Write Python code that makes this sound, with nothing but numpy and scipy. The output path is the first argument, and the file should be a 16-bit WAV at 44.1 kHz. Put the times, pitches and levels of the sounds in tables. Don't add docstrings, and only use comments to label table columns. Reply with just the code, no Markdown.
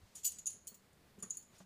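import sys
import numpy as np
from scipy import signal
from scipy.fft import rfft, irfft
from scipy.io import wavfile

SR = 44100
rng = np.random.default_rng(int(sys.argv[2]) if len(sys.argv) > 2 else 0)


def master_out(mix):
    frames = np.transpose(np.atleast_2d(mix))
    ceiling = np.clip(frames, -1, 1)
    pcm = np.round(ceiling * 32767).astype(np.int16)
    wavfile.write(sys.argv[1], SR, pcm)


N = 72765
TIME = np.arange(N) / SR
BOUNCES_PER_S, SHORTEST_CONTACT_S = 3000, 0.001
FIRM_S, RISE_SHARE = 0.0043, 0.64


def from_db(db):
    return 10 ** (np.asarray(db) / 20)


def unit(x):
    return x / np.sqrt(np.sum(x ** 2) + 1e-20)


def noise(colour):
    hz, db = np.transpose(colour)
    bins_hz = np.arange(N // 2 + 1) * SR / N
    gain = from_db(np.interp(np.log(bins_hz + 1e-9), np.log(hz), db))
    return unit(irfft(rfft(rng.standard_normal(N)) * gain, N)) * np.sqrt(N)


def highpass(x, hz):
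    return signal.sosfilt(signal.butter(2, hz, "high", fs=SR, output="sos"), x)


def add(out, start_s, x):
    i = int(np.clip(start_s * SR, 0, N - 1))
    out[i:i + len(x)] += x[:N - i]


def dying(start_s, decay_s):
    return (TIME >= start_s) * np.exp(-np.abs(TIME - start_s) / decay_s)


def sliding(start_s, length_s):
    rise = 1 - np.exp(-np.abs(TIME - start_s) / (RISE_SHARE * length_s))
    return rise * dying(start_s, length_s)


def contact(chatter_s, size=2048):
    bounces = rng.standard_normal(size) * (rng.random(size) < BOUNCES_PER_S / SR)
    firm = np.exp(-chatter_s / FIRM_S)
    force = (1 - firm) * unit(bounces * sliding(0, chatter_s)[:size])
    force[0] += firm
    return unit(force)


def struck(modes, chatter_s, stretch=1, size=12000):
    force, t, out = contact(chatter_s), TIME[:size], 0
    for k, (hz, db, t60_s) in enumerate(modes):
        mode = np.sin(2 * np.pi * hz * stretch * t) * from_db(db - 60 * t / t60_s)
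        rung = signal.fftconvolve(force, mode)
        excitation = np.linalg.norm(rung) / np.linalg.norm(mode)
        out = out + (-1) ** k * rung / max(excitation, 0.6)
    return out


def strikes(hits, modes):
    out = np.zeros(N)
    for start_s, db, chatter_s in hits:
        add(out, start_s, from_db(db) * struck(modes, chatter_s))
    return out


def swells(rows, colour):
    envelope = sum(from_db(db) * np.exp(-((TIME - centre_s) / half_s) ** 2)
                   for centre_s, db, half_s in rows)
    return envelope * noise(colour)


# frequency_hz, relative_db
AIR_COLOUR = [(20, -4), (40, -14.5), (70, 3), (130, -2), (200, -0.5), (290, -7), (420, -7), (800, -12.5),
              (1700, -15.5), (2050, -15.5), (2800, -19.5), (4400, -19.5), (6000, -24.5), (8100, -24.5),
              (15500, -27.5)]
def barn_air(level_db=-68.5, waver_db=1.5, wavers_per_s=13):
    waver = np.interp(TIME * wavers_per_s, np.arange(64), rng.standard_normal(64))
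    return from_db(level_db - waver_db * waver) * noise(AIR_COLOUR)


# centre_s, level_db, half_length_s
BUMPS = [(.04, -63, 0.027), (.39, -66, .02), (.63, -77, 0.045), (1.238, -66, 0.0057)]
# frequency_hz, relative_db
BUMP_COLOUR = [(18, -22), (45, -2), (80, 7), (120, -8), (300, -43), (2000, -80)]
def low_bumps():
    return swells(BUMPS, BUMP_COLOUR)


# centre_s, level_db, half_length_s
RUBS = [(.08, -73, 0.077), (.175, -70.5, 0.034), (1.098, -81, 0.016), (1.563, -66.5, 0.027),
        (1.617, -67, 0.021)]
# frequency_hz, relative_db
RUB_COLOUR = [(300, 4), (1000, 4), (2000, 1.5), (4000, 3), (6500, 3), (10000, -6), (15000, -13)]
def leather_rubs():
    return swells(RUBS, RUB_COLOUR)


# start_s, level_db, pitch_hz, upper_db, tick_db, chatter_s
HOOK_HITS = [(0.15, -49, 6700, 8, -4, 0.0075), (0.153, -40, 6900, -14, 1, 0.0075),
             (0.17, -55, 6600, -3, 10.5, 0.02), (.232, -38, 6930, -13, -3.5, 0.008),
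             (.246, -38.5, 6850, 6.5, 15, 0.0049), (.254, -45, 6680, 9, -5, 0.021),
             (0.266, -30, 6900, -15, -3, 0.0089), (0.319, -49, 6860, 10, 11.5, 0.0034),
             (0.385, -37, 6960, -13.5, -1.5, 0.0045), (0.458, -32, 6730, -13, -17, 0.0019),
             (0.466, -26.5, 6615, -9, -2.5, 0.0037), (0.472, -28, 7010, -3.5, -25, 0.0026),
             (0.499, -42.5, 6760, 1, 3, 0.0064), (0.526, -58, 6340, 12, 8, 0.0081),
             (0.648, -70.5, 6660, 6, 3, 0.0018), (0.6706, -43, 6800, 5, 2, .002),
             (0.6762, -38.5, 6930, -4, 4.5, 0.0016), (.743, -53, 6930, -4, 8.5, .004),
             (.930, -71.5, 6780, 4, 14, 0.0027), (1.188, -56, 6950, -15, 3.5, 0.0061),
             (1.202, -57, 7100, 1, 2, 0.0025), (1.2253, -36, 6970, 1, -4, 0.0025),
             (1.232, -34.5, 6886, -31, -3, 0.001), (1.300, -45, 6440, 3.5, -12, 0.0042),
             (1.306, -26.5, 6852, -19.5, -15, 0.0023), (1.313, -40, 6700, -48, -10, .002),
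             (1.34, -48, 6780, -11, 5, 0.0013), (1.351, -56, 6750, -10, 12, .002),
             (1.3705, -34.5, 6924, -3, -8, 0.0012), (1.425, -58, 7070, -16, 7.5, 0.0041),
             (1.579, -52, 6780, -6.5, 0.5, 0.011)]
# frequency_hz, relative_db, t60_s
HOOK_LOWER_MODES = [(6370, -17, 0.05), (6666, -6, 0.035), (6995, -1, 0.029), (7010, -25.5, 0.025)]
# frequency_hz, relative_db, t60_s
HOOK_UPPER_MODES = [(9330, -15, 0.035), (9490, -3, 0.031), (9810, -4.5, 0.015)]
# frequency_hz, relative_db
TICK_COLOUR = [(1000, -36), (2200, -11), (3000, 2), (3900, -3), (4500, 0.5), (5300, 0), (7500, 8.5),
               (9500, -2), (11500, -2), (13700, -1.5), (15500, -8.5)]
def snap_hook(reference_hz=6880, lowest_hz=5300, tick_trim_db=-7):
    clacks, tick_envelope = np.zeros(N), np.zeros(N)
    for start_s, db, pitch_hz, upper_db, tick_db, chatter_s in HOOK_HITS:
        lower = struck(HOOK_LOWER_MODES, chatter_s, pitch_hz / reference_hz)
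        upper = from_db(upper_db) * struck(HOOK_UPPER_MODES, chatter_s)
        add(clacks, start_s, from_db(db) * (lower + upper))
        touch = sliding(start_s, SHORTEST_CONTACT_S + chatter_s)
        tick_envelope += from_db(db + tick_db + tick_trim_db) * touch
    return highpass(clacks, lowest_hz) + tick_envelope * noise(TICK_COLOUR)


# start_s, level_db, chatter_s
BUCKLE_HITS = [(.2445, -36, 0.0027), (.2515, -29.5, 0.0036), (.2625, -31, 0.0014)]
# frequency_hz, relative_db
BUCKLE_MODES = [(2980, -28), (4691, -15), (5865, -19), (5964, -14), (6394, -15), (6597, -10), (6932, -1),
                (7028, -3), (7971, -4), (8050, -14), (9131, -15), (11523, -4), (11643, -13), (14717, -9),
                (15230, -5)]
def buckle(t60_s=0.058):
    return strikes(BUCKLE_HITS, [(hz, db, t60_s) for hz, db in BUCKLE_MODES])


# start_s, level_db, scuff_db
KNOCKS = [(.562, -57, -19), (0.716, -57, 0), (1.18, -46, -10.5), (1.2247, -53, -2), (1.2313, -40.5, -8.5),
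          (1.602, -57, -3)]
# frequency_hz, relative_db, t60_s
KNOCK_MODES = [(151, -13.5, 0.032), (196, -2, 0.063), (237, -7, 0.051), (403, -8.5, 0.043)]
# frequency_hz, relative_db
SCUFF_COLOUR = [(150, -8), (400, 4), (700, -5.5), (1200, 1.5), (2200, -9), (5000, -19.5), (12000, -47)]
def dull_knocks(lowpass_hz=910, scuff_decay_s=0.018, scuff_trim_db=-11):
    blows, scuff_envelope = np.zeros(N), np.zeros(N)
    for start_s, db, scuff_db in KNOCKS:
        add(blows, start_s, from_db(db) * struck(KNOCK_MODES, SHORTEST_CONTACT_S))
        scuff_envelope += from_db(db + scuff_db + scuff_trim_db) * dying(start_s, scuff_decay_s)
    softened = signal.sosfilt(signal.butter(2, lowpass_hz, fs=SR, output="sos"), blows)
    return softened + scuff_envelope * noise(SCUFF_COLOUR)


# start_s, level_db, chatter_s
RING_HITS = [(.671, -44, 0.0049), (.743, -56.5, 0.0016), (1.3695, -52.5, 0.0018)]
# frequency_hz, relative_db, t60_s
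RING_MODES = [(4390, -16.5, 0.12), (7980, -8.5, .06), (12980, -8.5, 0.084), (15170, -9, 0.12)]
def small_ring():
    return strikes(RING_HITS, RING_MODES)


# start_s, level_db, chatter_s
HOLLOW_HITS = [(1.6035, -55, 0.0028)]
# frequency_hz, relative_db, t60_s
HOLLOW_MODES = [(191, 2.5, 0.16), (593, 0.5, 0.038), (760, 2.5, 0.022), (900, -4, 0.027), (1045, -4.5, .04),
                (1560, -4, 0.029)]
def hollow_knock():
    return strikes(HOLLOW_HITS, HOLLOW_MODES)


NEAR_DB, NEAR_DELAY_S, NEAR_DECAY_S = -8.5, 0.002, 0.0082
TAIL_DB, TAIL_DELAY_S, TAIL_T60_S = -7.5, 0.0042, 0.35
TREBLE_HZ, TREBLE_T60_S = 8300, 0.17
def barn_reflections(x):
    sparse = rng.standard_normal(N) * (rng.random(N) < 0.03)
    near = unit(sparse * dying(NEAR_DELAY_S, NEAR_DECAY_S))
    white = rng.standard_normal(N)
    low = signal.sosfiltfilt(signal.butter(2, TREBLE_HZ, fs=SR, output="sos"), white)
    low_tail = low * dying(TAIL_DELAY_S, TAIL_T60_S / np.log(1000))
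    treble_tail = (white - low) * dying(TAIL_DELAY_S, TREBLE_T60_S / np.log(1000))
    response = from_db(NEAR_DB) * near + from_db(TAIL_DB) * unit(low_tail + treble_tail)
    return signal.fftconvolve(x, response)[:N]


def scene():
    metal = highpass(buckle() + snap_hook() + small_ring(), hz=2000)
    knocks = dull_knocks() + hollow_knock()
    background = leather_rubs() + low_bumps() + barn_air()
    reflections = barn_reflections(metal + from_db(-1) * knocks)
    return (metal + knocks + reflections + background)[None]


def record(dry):
    return signal.sosfilt(signal.ellip(12, 0.1, 70, 15300, fs=SR, output="sos"), dry)


dry = scene()
out = record(dry)
master_out(out)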